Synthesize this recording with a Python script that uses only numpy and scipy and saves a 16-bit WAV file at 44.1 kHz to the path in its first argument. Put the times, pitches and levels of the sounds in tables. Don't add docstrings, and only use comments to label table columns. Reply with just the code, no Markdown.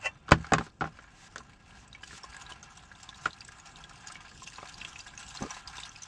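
import sys
import numpy as np
from scipy import signal
from scipy.fft import rfft, irfft, next_fast_len
from scipy.io import wavfile
from scipy.ndimage import uniform_filter1d, map_coordinates

SR = 44100
rng = np.random.default_rng(int(sys.argv[2]) if len(sys.argv) > 2 else 0)


def materialize(psi):
    bounded = np.clip(np.atleast_2d(psi).T, -1, 1)
    quanta = np.round(bounded * 32767).astype(np.int16)
    wavfile.write(sys.argv[1], SR, quanta)


N = 267687

# (time [s], level [dB], pitch [Hz])
SLAP_EVENTS = [(1.949, -35.5, 2240), (2.033, -34, 1650), (2.108, -37, 1770), (2.24, -34, 1070),
               (2.344, -37, 1616), (2.366, -36, 1640), (2.515, -36.5, 987), (2.628, -42.5, 1374),
               (2.915, -38, 1660), (3.09, -41.5, 1046), (3.127, -38.5, 1670), (3.416, -39.5, 2616),
               (3.487, -38, 1645), (3.844, -41, 1610), (4.069, -42, 1630), (4.155, -34.5, 2220),
               (4.42, -37, 1030), (4.474, -37, 2640), (4.815, -31.5, 2650), (4.848, -30, 2690),
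               (4.958, -33, 2540), (4.994, -36.5, 2640), (5.065, -37, 1640), (5.137, -40, 1610),
               (5.176, -37.5, 2620), (5.504, -41, 944), (5.567, -37, 1004), (5.781, -35, 967),
               (5.83, -38, 2910), (5.959, -38.5, 2520)]
# (time [s], level [dB], pitch [Hz])
POP_EVENTS = [(1.8777, -44, 7940), (1.9284, -39, 3780), (2.0351, -32.5, 2980), (2.2337, -33.5, 5400),
              (2.3656, -33.5, 7830), (2.4207, -38.5, 6630), (2.521, -33, 3000), (2.6285, -36.5, 6350),
              (2.7714, -41.5, 5720), (3.0299, -35.5, 7420), (3.0902, -32.5, 3430), (3.144, -40, 3780),
              (3.2552, -31, 2964), (3.3309, -36, 4050), (3.407, -33, 4790), (3.4489, -34.5, 7700),
              (3.4798, -33, 8100), (3.598, -39, 6640), (3.6709, -39, 5560), (3.7584, -39.5, 3620),
              (3.839, -34, 3310), (4.0715, -29, 6660), (4.1039, -57, 5270), (4.1204, -30.5, 8270),
              (4.43, -31.5, 7440), (4.4735, -33.5, 6180), (4.6733, -38.5, 4330), (4.7416, -38, 4730),
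              (4.8028, -38, 3900), (4.813, -35, 3150), (4.8477, -28.5, 3200), (4.9898, -33, 5920),
              (5.0033, -33, 4750), (5.068, -45, 5600), (5.176, -32, 6320), (5.289, -36, 7300),
              (5.3715, -31, 4120), (5.4254, -31, 6150), (5.5058, -26.5, 5800), (5.542, -38.5, 3830),
              (5.6745, -29.5, 4870), (5.7811, -30, 3550), (5.834, -31, 3630), (5.8624, -44, 4300),
              (5.8923, -38.5, 6200), (5.9596, -39.5, 4980), (6.0205, -33, 6060), (6.033, -31.5, 6000)]
# (frequency [Hz], level [dB])
MIC_RESPONSE = [(20, -1), (7000, 1), (8500, -8.5), (10000, -24.5), (12500, -36), (15000, -55.5)]


def amp(db):
    return 10 ** (np.asarray(db) / 20)


def unit(x):
    return x / np.sqrt(np.mean(x ** 2) + 1e-20)


def along(points, hz):
    f, v = np.transpose(points)
    return np.interp(np.log(hz + 1), np.log(f + 1), v)


def curves(rows):
    s, *cols = np.transpose(rows)
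    return [np.interp(np.arange(N) / SR, s, c) for c in cols]


def wobble(rate):
    knots = rng.standard_normal(int(N * rate / SR) + 4)
    return map_coordinates(knots, [np.arange(N) * rate / SR])


def filtered(x, response):
    m = next_fast_len(N + SR // 2)
    return irfft(rfft(x, m) * response(np.fft.rfftfreq(m, 1 / SR)), m)[..., :N]


def microphone(hz):
    return amp(along(MIC_RESPONSE, hz))


def at_microphone(x, spectrum):
    x = filtered(x, lambda f: amp(along(spectrum, f) - along(MIC_RESPONSE, f)))
    return x / np.std(filtered(x, microphone))


def ring(modes, t, damping, tilt_db=0, detune=0.019, spread_db=2):
    hz, db, t60 = np.transpose(modes)[:, :, None]
    strength, pitch, sign = rng.standard_normal((3, len(modes), 1))
    level_db = db + tilt_db + spread_db * strength - 60 * t * damping / t60
    tones = np.sin(2 * np.pi * hz * (1 + detune * pitch) * t)
    x = np.sum(np.sign(sign) * amp(level_db) * tones, axis=0)
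    return x / np.abs(x).max()


def add(out, s, x):
    out[round(s * SR):][:len(x)] += x


def crackle(rate, spread_db):
    hit = rng.random(N) < rate / SR
    return hit * rng.standard_normal(N) * amp(spread_db * np.minimum(rng.exponential(size=N), 2))


def spatter(rate, t60):
    t = np.arange(SR // 10) / SR
    burst = amp(-60 * t / t60) * (1 - np.exp(-t / 0.00096))
    return unit(signal.fftconvolve(np.abs(crackle(rate, spread_db=0.0)), burst)[:N])


def patchy(x, depth_db):
    z = signal.stft(x, nperseg=256)[2]
    field = uniform_filter1d(rng.standard_normal(z.shape), size=5, axis=0)
    field = uniform_filter1d(field, size=10, axis=1)
    return signal.istft(z * amp(depth_db * unit(field)), nperseg=256)[1][:N]


def wash(events, under_db):
    rise_s, t60_s = 0.0064, 0.083
    out, t = np.zeros(N + SR), np.arange(SR // 3) / SR
    for s, db, _ in events:
        power = amp(2 * (db + under_db - 60 * t / t60_s)) * (1 - np.exp(-t / rise_s))
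        add(out, s, power)
    return np.sqrt(out[:N])


def blip(hz, t60, rise, noisy):
    t = np.arange(SR // 12) / SR
    shake = unit(uniform_filter1d(rng.standard_normal((2, len(t))), size=30, axis=1))
    phase = 2 * np.pi * hz * t * (1 + rise * t / t60) + 0.47 * shake[0]
    tone = np.sin(phase) * (1 + 0.36 * shake[1])
    puff = noisy * amp(-60 * t / 0.024) * np.diff(rng.standard_normal(len(t) + 1))
    return (1 - np.exp(-t / .0007)) * (amp(-60 * t / t60) * tone + puff)


def open_air():
    return amp(-75) * unit(filtered(rng.standard_normal(N), lambda f: (f / (f + 1500)) ** 2))


def traffic():
    # (frequency [Hz], density [dB per Hz])
    rumble_spectrum = [(12, -33), (20, -8.5), (54, -0.5), (81, -6), (107, -2.5), (163, -4), (204, -8.5),
                       (428, -18.5), (660, -22), (700, -20.5), (910, -29.5), (1540, -120)]
    rumble = unit(filtered(rng.standard_normal(N), lambda f: amp(along(rumble_spectrum, f))))
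    deep = unit(filtered(rng.standard_normal(N), lambda f: 1 / (1 + ((f - 58) / 9) ** 2)))
    throb = amp(0.9 * wobble(9.4)) * deep
    level_db = -58.5 - 1.1 * wobble(9.6) + 1.3 * wobble(12)
    return amp(level_db) * (rumble + 0.52 * throb)


def sleeve():
    # (start [s], length [s], level at the microphone [dB])
    strokes = [(.4, 0.13, -66), (0.536, 0.14, -58.5), (1.114, 0.17, -57.5), (1.615, 0.24, -63.5),
               (2.032, 0.16, -52), (4.425, 0.12, -63), (5.306, .31, -55.5)]
    # (frequency [Hz], density [dB per Hz])
    cloth_spectrum = [(600, -32), (1500, 1.5), (3500, -1.5), (6000, -1.5), (8000, -2.5), (9500, -19),
                      (12500, -32), (20000, -120)]
    swell_share, stop_s = 0.64, 0.0065
    t = np.arange(N) / SR
    loudness = np.zeros(N)
    for s, length, db in strokes:
        swell = (t - s) / (swell_share * length)
        stop = (s + length - t) / stop_s
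        loudness += amp(db) * np.clip(np.minimum(swell, stop), 0, 1)
    hiss = patchy(rng.standard_normal(N), depth_db=0.7)
    return loudness * at_microphone(hiss, cloth_spectrum)


def scrape():
    # (frequency [Hz], level [dB], t60 [s])
    steel_modes = [(635, -8, .1), (921, -4, .11), (1090, -8, .05), (1500, -6, .035), (1780, -7, .04),
                   (2024, -1, .035), (2360, -3, .035), (2720, 4, .06), (3000, -5, .03), (3530, -43, .9),
                   (3575, -45, .7)]
    loudest_s, loudest_db, rise_db_per_s, fall_db_per_s = 0.061, -23, 749.5, 895.5
    lag = np.arange(N) / SR - loudest_s
    level_db = loudest_db + np.minimum(rise_db_per_s * lag, -fall_db_per_s * lag)
    grit = amp(level_db) * unit(crackle(rate=10000, spread_db=4.0))
    steel = ring(steel_modes, np.arange(SR // 2) / SR, damping=1, detune=0, spread_db=0)
    steel[0] = 3.3
    rub = signal.fftconvolve(grit, steel / np.linalg.norm(steel))[:N]
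    return signal.sosfilt(signal.butter(4, 520, "high", fs=SR, output="sos"), rub)


def favour_db(modes, hz, slope_db):
    return -slope_db * np.abs(np.log2(np.array(modes)[:, :1] / hz))


def knocks():
    # (time [s], level [dB], boom before trim [dB],
    # crack before trim [dB], favoured wall pitch [Hz])
    blows = [(0.281, -33.5, -26, -19, 1650), (0.29, -29.5, -7, -10, 1660), (0.31, -20.5, -3, -2.5, 800),
             (0.318, -1, -5, -13.5, 1360), (0.444, -33, -21, -26, 1740), (0.467, -40, -14, 0.5, 1270),
             (0.521, -12, -7, -30, 630), (0.535, -9, -3.5, -5.5, 1200), (0.548, -21.5, 0.5, -16, 1410),
             (0.583, -18.5, -7, -12, 1220), (0.608, -27, -3.5, -36, 1080), (0.666, -43, 2.5, -10, 1180),
             (0.809, -22.5, 0, -37, 1500), (0.819, -18, -7.5, -42, 800), (0.841, -25.5, -14, -40, 1130),
             (0.854, -30, -7, -35, 1080), (0.873, -35.5, -5, -14, 1020), (0.988, -37.5, -26, -20, 1520),
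             (1.041, -45.5, -19, -25, 1440), (1.359, -28, -25, -4.5, 1270), (1.381, -43, 1, 10.5, 1350),
             (1.403, -39, -5, -20, 1040), (2.13, -42, 0.5, -12, 1650), (3.257, -16, -16.5, -18, 1230),
             (4.583, -31, -14.5, -31, 1300), (4.628, -33.5, -14, -12, 1110)]
    # (frequency [Hz], level [dB], t60 before damping [s])
    wall_modes = [(683, -3.5, 0.0073), (806, 2.5, 0.018), (1040, -12, 0.07), (1179, 0, 0.034),
                  (1315, -4.5, 0.03), (1475, 5, 0.022), (1627, -15.5, 0.022), (1667, 3.5, 0.0086),
                  (2040, -25.5, 0.011), (2130, -8, 0.0075), (2470, -17, .03), (2612, -8.5, 0.04),
                  (2980, -14.5, 0.063)]
    # (frequency [Hz], level [dB], t60 before damping [s])
    bowl_modes = [(56, -10, .2), (77, -6, .2), (120, -7, .13), (160, -3, .14), (230, -4, .1),
                  (280, -7, .07), (325, -3, .08), (425, -3, .07), (540, -10, .045)]
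    wall_damping, bowl_damping = 0.96, 0.58
    bowl_best_hz = 189
    jam_db = 3
    out, t = np.zeros(N + SR), np.arange(SR // 3) / SR
    bright = signal.butter(2, 3000, "high", fs=SR, output="sos")
    for s, db, boom_db, crack_db, wall_hz in blows:
        jam = 1 + amp(db - jam_db)
        chatter = amp(-60 * t[:SR // 20] / 0.017) * rng.standard_normal(SR // 20)
        wall_tilt_db = favour_db(wall_modes, wall_hz, slope_db=7.5)
        walls = ring(wall_modes, t, wall_damping * jam, wall_tilt_db)
        walls = signal.fftconvolve(walls, chatter)[:len(t)]

        middle = signal.butter(2, [wall_hz / 3.7, wall_hz * 1.69], "band", fs=SR, output="sos")
        rattle_fall = 0.53 * amp(-60 * t * jam / 0.073) + 0.149 * amp(-60 * t / 0.087)
        rattle = rattle_fall * signal.sosfilt(middle, rng.standard_normal(len(t)))

        loose = 1 + 0.45 * unit(uniform_filter1d(rng.standard_normal(len(t)), size=250))
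        loose *= 1 + 2.35 * amp(-60 * t / 0.047)
        boom = ring(bowl_modes, t, bowl_damping, favour_db(bowl_modes, bowl_best_hz, slope_db=5.5))
        boom *= loose * (1 - np.exp(-t / 0.0021))

        crack_fall = amp(-60 * t / 0.02) + 0.094 * amp(-60 * t / 0.015)
        crack = crack_fall * signal.sosfilt(bright, rng.standard_normal(len(t)))

        blow = walls / np.abs(walls).max() + rattle
        blow += amp(boom_db - 8) * boom + amp(crack_db - 0.5) * crack
        add(out, s, amp(db) * blow)
    return signal.sosfilt(signal.butter(2, 40, "high", fs=SR, output="sos"), out[:N])


def glugs():
    # (time [s], level [dB], pitch [Hz])
    gulps = [(5.408, -31.5, 330), (5.421, -22.5, 229), (5.436, -28, 218), (5.449, -31, 263),
             (5.464, -36, 454)]
    t60_s = 0.043
    out = np.zeros(N + SR)
    for s, db, hz in gulps:
        gulp = blip(hz, t60_s, rise=0.083, noisy=0)
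        overtone = amp(-9) * blip(2.38 * hz, t60_s, rise=0.11, noisy=0)
        gurgle = amp(-13) * blip(1168, t60=0.1, rise=0.12 * 0.1 / 0.1, noisy=0)
        add(out, s, amp(db) * (gulp + overtone + gurgle))
    return signal.sosfilt(signal.butter(2, 1800, fs=SR, output="sos"), out[:N])


def bubbles(spray_db):
    out = np.zeros(N + SR)
    for s, db, hz in SLAP_EVENTS:
        add(out, s, amp(db) * blip(hz, t60=0.033, rise=0.038, noisy=0.11))
    for s, db, hz in POP_EVENTS:
        add(out, s, amp(db) * blip(hz, t60=0.022, rise=0.033, noisy=0.49))
    when, pitch, size = rng.random((400, 3)).T
    for at, p, z in zip(when * (N - 1), pitch, size):
        hz = 1200 * 5.3 ** p
        level_db = spray_db[int(at)] - 4.5 - 7.8 * np.log(z + 0.031)
        add(out, at / SR, amp(level_db) * blip(hz, 60 / hz, rise=0.32, noisy=0.25))
    return out[:N]


def stream():
    # (time [s], sizzle in the pan [dB], fine spray at the microphone [dB])
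    flow = [(0, -55, -63.5), (.12, -61, -70.5), (.3, -61.5, -73), (.62, -54.5, -63), (.75, -73.5, -75.5),
            (.87, -62, -67), (1.2, -60.5, -68), (1.5, -63, -66), (1.57, -63.5, -71.5), (1.67, -59, -63),
            (1.9, -62.5, -73), (2.05, -61.5, -59.5), (2.28, -53.5, -58.5), (2.87, -59, -62),
            (3.31, -56, -58), (3.7, -57.5, -61.5), (4.05, -55.5, -54.5), (4.2, -55, -65),
            (4.36, -64.5, -56), (4.67, -54, -54.5), (5.2, -55, -52.5), (5.27, -57.5, -55), (5.5, -48, -52),
            (5.65, -57, -61.5), (5.8, -52, -50.5), (6.07, -55.5, -59.5)]
    # (frequency [Hz], width [Hz], level [dB])
    pan_notes = [(794, 50, -15), (846, 25, -7), (1002, 61, -5.5), (1220, 7.1, 2), (1368, 35, 1),
                 (1636, 100, 2), (2130, 32, -1), (2340, 90, -1), (2700, 140, 2.5), (3170, 210, -5)]
    # (frequency [Hz], density [dB per Hz])
    body_spectrum = [(250, -62.5), (500, -30), (720, 0.5), (1500, -6), (3200, -16.5), (4500, -14),
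                     (7000, -55.5)]
    # (frequency [Hz], density [dB per Hz])
    spray_spectrum = [(1650, -36), (2800, 0), (2930, -8.5), (3180, -4), (3380, -5), (4240, -8.5),
                      (4670, -6), (5180, -5.5), (6600, -6), (7580, -6), (9090, -18), (11800, -36),
                      (20000, -120)]
    pan_db, spray_db = curves(flow)
    drift, surge, bursts = wobble(9), wobble(25), spatter(rate=31, t60=0.056)

    def in_pan(f):
        power = sum(amp(2 * db) / (1 + (2 * (f - hz) / w) ** 2) for hz, w, db in pan_notes)
        return amp(along(body_spectrum, f)) * (0.3 + np.sqrt(power))

    patter = (.9 + .3 * bursts + .25 * spatter(rate=30, t60=.08)) * rng.standard_normal(N)
    body = unit(filtered(patchy(patter, depth_db=1.77), in_pan))

    fizz = (0.43 + 0.47 * bursts + 0.45 * spatter(rate=110, t60=0.02)) * rng.standard_normal(N)
    fizz += 0.39 * unit(crackle(rate=1100, spread_db=5.5))
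    spray = at_microphone(patchy(fizz, depth_db=3.0), spray_spectrum)

    sizzle = np.hypot(amp(pan_db + 1.2 * drift), wash(SLAP_EVENTS, under_db=-18.5))
    sizzle *= amp(0.46 * surge)
    mist = np.hypot(amp(spray_db + 1.8 * drift), wash(POP_EVENTS, under_db=-16.5))
    mist *= amp(0.7 * surge)
    return sizzle * body + mist * spray + bubbles(spray_db + 1.4 * drift)


def under_car(x):
    t = np.arange(SR // 4) / SR
    tail = signal.lfilter([1], [1, -.5], rng.standard_normal(len(t)))
    tail *= amp(-60 * t / 0.059) * (t > .003)
    return signal.fftconvolve(x, tail / np.linalg.norm(tail))[:N]


def scene():
    near = scrape() + knocks() + stream() + glugs() + sleeve()
    return (near + amp(-14.0) * under_car(near) + traffic() + open_air())[None]


def record(dry):
    squeezed = dry / (1 + np.abs(dry / .9) ** 4) ** (1 / 4)
    return filtered(squeezed, lambda hz: microphone(hz) * (hz < 15500))


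dry = scene()
out = record(dry)
materialize(out)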